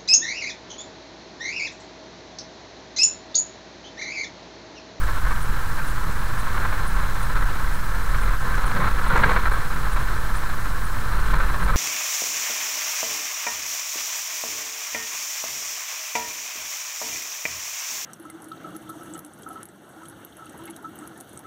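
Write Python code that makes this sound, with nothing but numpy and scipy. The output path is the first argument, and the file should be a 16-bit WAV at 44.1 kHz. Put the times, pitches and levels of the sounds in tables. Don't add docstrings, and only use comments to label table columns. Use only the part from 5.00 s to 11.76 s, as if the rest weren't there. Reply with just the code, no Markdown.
import sys
import numpy as np
from scipy import signal
from scipy.fft import rfft, irfft, next_fast_len
from scipy.io import wavfile
from scipy.ndimage import uniform_filter1d

SR = 44100
rng = np.random.default_rng(int(sys.argv[2]) if len(sys.argv) > 2 else 0)


def file_out(sig):
    cols = np.atleast_2d(sig).T
    lim = np.clip(cols, -1, 1)
    pcm = np.round(lim * 32767).astype(np.int16)
    wavfile.write(sys.argv[1], SR, pcm)


N = 298116
TIME = np.arange(N) / SR


def gain_of(db):
    return 10 ** (np.asarray(db) / 20)


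def evened(x):
    return x / np.sqrt(np.mean(x ** 2) + 1e-20)


def add(mix, s, sound):
    part = mix[max(round(s * SR), 0):][:len(sound)]
    part += sound[:len(part)]


def slope(points, hz):
    f, db = np.transpose(points)
    return gain_of(np.interp(np.log(hz + 1), np.log(f), db))


def humps(modes, hz):
    power = 0
    for f, width, db in modes:
        peak = gain_of(db) / (1 + 2 * ((hz - f) / (width + 1)) ** 2)
        power = power + peak ** 2
    return np.sqrt(power)


def colour(x, gain_at, size=16384):
    hz = abs(np.fft.fftfreq(size, 1 / SR))
    log_gain = np.log(np.maximum(gain_at(hz), 1e-5))
    ring = np.fft.ifft(np.exp(np.conj(signal.hilbert(log_gain)))).real[:size // 2]
    return signal.fftconvolve(x, ring)[:len(x)]


def wander(rate_hz):
    hz = np.fft.rfftfreq(N, 1 / SR)
    keep = (hz > 1) / (1 + (hz / rate_hz) ** 4)
    return evened(irfft(rfft(rng.standard_normal(N)) * keep, N))


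def steadied(x, seconds):
    size = max(int(seconds * SR), 2)
    power = uniform_filter1d(uniform_filter1d(x ** 2, size), size)
    return x / np.sqrt(power + 1e-20)


def impacts(per_s, spread_db):
    chance = rng.random(N)
    size = np.minimum(rng.exponential(1, N), 3.5)
    clicks = (chance < per_s / SR) * gain_of(spread_db * size)
    return evened(clicks * rng.choice([-1, 1], N))


def spell(s, length):
    rise_s, settle_s = 0.025, 0.032
    rise = np.clip((TIME - s) / rise_s, 0, 1)
    return rise * np.exp(-np.maximum(TIME - s - length, 0) / settle_s)


def with_spells(level_db, spells):
    gain = gain_of(level_db)
    for s, db, length, *_ in spells:
        gain = np.hypot(gain, gain_of(db) * spell(s, length))
    return 20 * np.log10(gain)


def rumble(modes, level_db, steady_s):
    def gain_at(hz):
        return humps(modes, hz) * hz ** 2 / (hz ** 2 + 8 ** 2)
    shaking = colour(rng.standard_normal(N + SR), gain_at, size=32768)[SR:]
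    return gain_of(level_db) * steadied(shaking, steady_s)


USUAL_CRUNCH_DB = -33.5
# time in seconds, gravel crunch level in dB (before a small trim); levels in between are joined up.
ROAD_COARSENESS = [(0, -32.5), (0.55, -33.3), (1.3, -33), (1.62, -30.5), (1.85, -31.5), (2.15, -32.5),
                   (2.42, -31), (2.8, -34), (3.28, -30.5), (3.39, -35.5), (3.46, -29.5), (3.85, -29),
                   (3.94, -31.5), (4.03, -29), (4.17, -23.5), (4.3, -24.5), (4.41, -29.5), (4.66, -32),
                   (5.0, -31.5), (5.89, -34), (6.03, -32.5), (6.38, -29.5), (6.76, -31)]


def road():
    crunch_db = np.interp(TIME, *np.transpose(ROAD_COARSENESS))
    extra_db = crunch_db - USUAL_CRUNCH_DB
    drone_db = -35 + 0.56 * extra_db
    shake_db = -25 + 0.27 * extra_db
    thud_db = -47.5 + 1 * extra_db
    return crunch_db, drone_db, shake_db, thud_db


# pitch in Hz, width in Hz (1 is added), relative strength in dB.
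BODY_MODES = [(16.64, 3.44, 4.5), (36.2, 15.2, -2)]


def body_shake(level_db):
    return rumble(BODY_MODES, level_db, steady_s=0.049)


# pitch in Hz, width in Hz (1 is added), relative strength in dB.
HOP_MODES = [(18.36, 2.86, 3.5), (26, 2.7, -3), (40.2, 6.6, -2)]
# start in seconds, level of the shaking in dB, length in seconds.
ROAD_DIPS = [(0, -21, 0.12), (0.23, -14, 0.084), (0.454, -20, 0.052), (1.903, -23, 0.16),
             (2.328, -18.5, 0.17), (2.615, -16, 0.078), (3.04, -21.5, 0.26), (3.498, -22, 0.2),
             (3.858, -19, 0.496), (4.432, -19, 0.082), (4.828, -20, 0.2), (5.293, -21.5, 0.085),
             (6.126, -17.5, 0.36), (6.621, -15.5, 0.29)]


def wheel_hop():
    return rumble(HOP_MODES, with_spells(-41, ROAD_DIPS), steady_s=0.13)


# pitch in Hz, width in Hz (1 is added), relative strength in dB.
CABIN_MODES = [(58.5, 33, -11.5), (82.4, 36, 0.5), (106, 20, -8.5), (128.4, 28, -2), (178, 94, -12),
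               (293, 110, -19)]


def cabin_drone(level_db):
    return rumble(CABIN_MODES, level_db, steady_s=0.25)


FIRING_HZ = 41.63
# multiple of the firing rate, level in dB around which it wavers.
ENGINE_OVERTONES = [(2, -55.5), (3, -48)]


def engine(waver=0.006, uneven_db=2.5):
    turns = np.cumsum(FIRING_HZ * (1 + waver * wander(3.4))) / SR
    hum = np.zeros(N)
    for multiple, db in ENGINE_OVERTONES:
        tone = evened(np.sin(2 * np.pi * round(multiple) * turns))
        hum += gain_of(db + uneven_db * wander(8)) * tone
    return hum


# pitch in Hz, width in Hz (1 is added), relative strength in dB.
RINGING_PANELS = [(495, 210, -10.5), (1076, 140, 0.5), (1321, 127, 1.5), (1553, 72, 2), (1644, 42, -10.5),
                  (1940, 42, -7.5), (4040, 150, -16)]


def shell(hz, blow):
    return np.hypot(slope(blow, hz), humps(RINGING_PANELS, hz)) / (1 + (hz / 5600) ** 10)


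# frequency in Hz, relative strength in dB.
FINE_CRUNCH = [(120, -45), (260, -10), (400, -10.5), (680, -10.5), (900, -3.5), (1150, -5.5), (1450, -1.5),
               (1790, -1), (1860, -10.5), (2150, -10.5), (2700, -18), (3400, -19), (4300, -18),
               (5000, -39.5)]
# frequency in Hz, relative strength in dB.
STONE_KNOCK = [(100, -20), (200, -4), (370, -7), (485, 2.5), (660, -11.5), (1000, 5.5), (1500, -4),
               (2000, -3.5), (2400, -12), (2900, -17), (4300, -24), (5000, -49)]


def gravel(level_db, sand_db=-8, clump_db=1.22, clump_hz=55, coarse_from_db=-26.5, coarse_over_db=1.85,
           trim_db=0.47):
    clumps = gain_of(clump_db * wander(clump_hz))
    grit = impacts(per_s=1000, spread_db=0.5) + gain_of(sand_db) * rng.standard_normal(N)
    fine = steadied(colour(grit * clumps, lambda hz: shell(hz, FINE_CRUNCH)), 0.19)
    big_stones = impacts(per_s=600, spread_db=2.5)
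    coarse = steadied(colour(big_stones * clumps, lambda hz: shell(hz, STONE_KNOCK)), 0.062)
    share = 1 / (1 + np.exp((coarse_from_db - level_db) / coarse_over_db))
    return gain_of(level_db + trim_db) * (np.sqrt(1 - share) * fine + np.sqrt(share) * coarse)


# pitch in Hz, width in Hz (1 is added), relative strength in dB.
SUSPENSION_MODES = [(182, 43, -0.5), (244, 59, -15), (486, 120, -12)]
# start in seconds, thud level in dB, length in seconds, boom level in dB, boom pitch in Hz.
ROAD_RUTS = [(1.02, -39, 0.065, -35, 134), (1.485, -49, 0.23, -33.5, 111), (1.905, -46, 0.16, -40, 128),
             (3.39, -43, 0.07, -33, 124), (3.727, -30.5, 0.12, -32.5, 120), (4.07, -36, 0.27, -33, 144),
             (5.948, -54, 0.044, -32, 120), (6.258, -38, 0.13, -36, 143), (6.58, -35, 0.19, -40, 150)]


def thuds(level_db, per_s=220, spread_db=2, steady_s=0.05):
    pounding = colour(impacts(per_s, spread_db), lambda hz: humps(SUSPENSION_MODES, hz))
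    return gain_of(with_spells(level_db, ROAD_RUTS)) * steadied(pounding, steady_s)


def cabin_echoes(x, bounce=0.52):
    size = next_fast_len(N + SR // 4)
    hz = np.fft.rfftfreq(size, 1 / SR)
    spectrum = rfft(x, size)
    for round_trip_s in (0.001089, 0.0019, 0.0034):
        trip = np.exp(-2j * np.pi * hz * round_trip_s)
        spectrum = spectrum * (trip - bounce) / (1 - bounce * trip)
    return irfft(spectrum, size)[:N]


def pebbles(level_db, per_s=20, below_db=-21, count=6):
    ticks = np.zeros(N)
    for f in np.geomspace(2000, 4100, count):
        clicks = impacts(per_s, spread_db=-5.0)
        spot = colour(clicks, lambda hz: humps([(f, 450, 0)], hz), size=2048)
        ticks += spot * f ** -.8
    return gain_of(level_db + below_db) * evened(ticks)


# frequency in Hz, relative strength in dB.
SAND_SPRAY = [(2000, -13), (4500, 0.5), (9000, 3), (15000, -38)]


def spray(level_db, below_db=-22, follows=0.62, per_s=3000, spread_db=7.0):
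    gusts = gain_of(2.5 * wander(22))
    fizz = colour(impacts(per_s, spread_db) * gusts, lambda hz: slope(SAND_SPRAY, hz))
    spray_db = USUAL_CRUNCH_DB + follows * (level_db - USUAL_CRUNCH_DB) + below_db
    return gain_of(spray_db) * evened(fizz)


def rattles(level_db, per_s=7, below_db=-11, width_hz=90, count=7):
    ticks = np.zeros(N)
    for f in np.geomspace(1000, 1700, count):
        clicks = impacts(per_s, spread_db=1.5)
        ticks += colour(clicks, lambda hz: humps([(f, width_hz, 0)], hz), size=4096)
    return gain_of(level_db + below_db) * evened(ticks)


# frequency in Hz, relative strength in dB.
MIC_HISS = [(100, 10.5), (2500, -2), (5000, 5), (7000, 3.5), (10000, 3.5), (13000, 3), (16000, 2.5)]


def electronics(hiss_db=-42.5, whine_hz=7882, whine_db=-67):
    hiss = evened(colour(rng.standard_normal(N), lambda hz: slope(MIC_HISS, hz)))
    whine = evened(np.sin(2 * np.pi * whine_hz * TIME))
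    return gain_of(hiss_db) * hiss + gain_of(whine_db) * whine


# frequency in Hz, relative strength in dB.
JOLT_BLOW = [(150, -12), (480, 0), (680, -4), (950, 2.5), (1500, 0.5), (2300, -2.5), (2900, -18),
             (4300, -12), (5000, -32)]
# start in seconds, level in dB (before a trim), middle of the ring pitch in Hz, length in seconds.
CABIN_JOLTS = [(0.081, -28.5, 1270, 0.02), (0.25, -27, 1490, .028), (0.309, -25.5, 1140, 0.019),
               (0.788, -30, 1400, .012), (0.813, -32, 1530, 0.011), (1.158, -32, 1350, 0.024),
               (1.502, -27, 1220, 0.0076), (1.545, -27, 1150, 0.012), (1.575, -25, 1530, .009),
               (1.651, -24, 1100, 0.012), (1.725, -23.5, 1230, 0.0099), (1.987, -29, 1260, 0.019),
               (2.035, -28.5, 1350, 0.01), (2.206, -29.5, 1350, .011), (2.357, -26, 1340, 0.021),
               (2.423, -26, 1360, .009), (2.555, -29.5, 1090, 0.013), (2.674, -26.5, 1610, 0.0078),
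               (3.146, -22.5, 1540, 0.005), (3.225, -29.5, 1500, 0.024), (3.277, -28.5, 1350, 0.024),
               (3.334, -26.5, 1290, 0.0067), (3.469, -28, 1070, .012), (3.631, -31, 1130, 0.028),
               (3.713, -25.5, 1220, .009), (3.763, -25, 1610, 0.014), (3.803, -23, 1070, .03),
               (3.84, -22, 1060, 0.009), (3.867, -22, 1220, 0.023), (3.987, -25, 1300, 0.0098),
               (4.096, -22.5, 1340, .03), (4.158, -16, 1130, 0.012), (4.174, -20.5, 1190, .03),
               (4.236, -11.5, 1470, .011), (4.293, -18.5, 1270, 0.0083), (4.307, -21, 1170, 0.02),
               (4.363, -18, 1410, .014), (4.388, -28, 1400, .012), (4.456, -20.5, 1600, 0.00825),
               (4.466, -22, 1300, 0.019), (4.516, -20.5, 1500, 0.01), (4.535, -27, 1400, .014),
               (4.564, -29, 1060, .012), (4.724, -31, 1330, 0.0072), (4.866, -29.5, 1020, .011),
               (4.962, -25, 1080, .016), (5.009, -31, 1270, 0.013), (6.332, -20.5, 1130, 0.022),
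               (6.4, -22, 1350, .013), (6.432, -37, 1510, 0.027), (6.489, -29, 1100, 0.023),
               (6.678, -25, 1250, 0.033), (6.731, -25.5, 1200, .02)]


def clatter(ring_width_hz=290, ring_db=17.0, trim_db=-1.37, fade_db=-3, swell_s=0.0014,
            tail_db=-7, tail_t60=0.081, size=4096):
    knock_gap_s, pitch_scatter = 0.0024, 0.15
    out, t = np.zeros(N), np.arange(size) / SR
    click = signal.unit_impulse(size // 2)
    for s, db, hz, length in CABIN_JOLTS:
        count = 1 + int(length / knock_gap_s)
        run = np.zeros(size)
        for k, (late, spot, side) in enumerate(rng.uniform(-1, 1, (count, 3))):
            place = (k + late / 2 if k else 0) / count
            pitch = hz * (1 + pitch_scatter * spot)
            swell = 1 - np.exp(-(place * length + knock_gap_s) / swell_s)

            def gain_at(f):
                return shell(f, JOLT_BLOW) * (3.5 + humps([(pitch, ring_width_hz, ring_db)], f))
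            knock = evened(colour(click, gain_at, size=4096))
            add(run, place * length, np.sign(side) * swell * gain_of(fade_db * place) * knock)
        tail = rng.standard_normal(size) * gain_of(-60 * t / tail_t60)
        tail = tail / np.linalg.norm(tail)
        run = run + gain_of(tail_db) * signal.fftconvolve(run, tail)[:size]
        run = run * np.sqrt(length * SR / np.sum(run ** 2))
        add(out, s, gain_of(db + trim_db) * run)
    return out


# middle of the chirp in seconds, level of the tone in dB.
CAMERA_CHIRPS = [(0.429, -43.5), (0.880, -45), (1.399, -45), (1.881, -44), (2.233, -44), (2.745, -47.5),
                 (3.227, -46), (3.670, -44), (4.083, -45), (4.534, -46), (4.935, -44), (5.370, -43),
                 (5.855, -46), (6.642, -43)]


def chirps(tone_hz=9465, length_s=0.012, flutter=0.14):
    fizz_db, fizz_width_hz, fizz_s = -1, 1600, 0.055
    tone_gate, fizz_gate = np.zeros(N), np.zeros(N)
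    for s, db in CAMERA_CHIRPS:
        add(tone_gate, s - length_s / 2, gain_of(db) * signal.windows.tukey(int(length_s * SR), .7))
        add(fizz_gate, s - fizz_s / 2, gain_of(db) * np.hanning(int(fizz_s * SR)))
    wave = np.sin(2 * np.pi * tone_hz * TIME + .2 * wander(90))
    tone = evened(wave * (1 + flutter * wander(330)))
    fizz = evened(colour(rng.standard_normal(N), lambda hz: humps([(tone_hz, fizz_width_hz, 0)], hz)))
    return tone_gate * tone + gain_of(fizz_db) * fizz_gate * fizz


def booms(width_hz=24, steady_s=0.031):
    out = np.zeros(N)
    for s, _, length, db, hz in ROAD_RUTS:
        out += spell(s, length) * rumble([(hz, width_hz, 0)], db, steady_s)
    return out


def overload(x, limit=0.23, leak=0.4):
    bass_hz, knee = 200, 8
    bass = signal.sosfiltfilt(signal.butter(2, bass_hz, fs=SR, output="sos"), x)
    excess = 1 + (abs(bass) / limit) ** knee
    flattened = bass / excess ** (1 / knee)
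    choked = (x - bass) * (leak + (1 - leak) / excess)
    return flattened + choked


def scene():
    crunch_db, drone_db, shake_db, thud_db = road()
    shake = body_shake(shake_db) + wheel_hop()
    drone = cabin_drone(drone_db) + engine() + booms()
    stones = cabin_echoes(gravel(crunch_db) + thuds(thud_db)) + pebbles(crunch_db) + spray(crunch_db)
    mix = shake + drone + stones + rattles(crunch_db) + clatter() + chirps() + electronics()
    return mix[None]


def record(dry):
    offset, edge_hz = 0.12, 15780
    low_pass = signal.firwin(1023, edge_hz, window=("kaiser", 9), fs=SR)
    return offset + signal.oaconvolve(overload(dry), low_pass[None], "same")


dry = scene()
out = record(dry)
file_out(out)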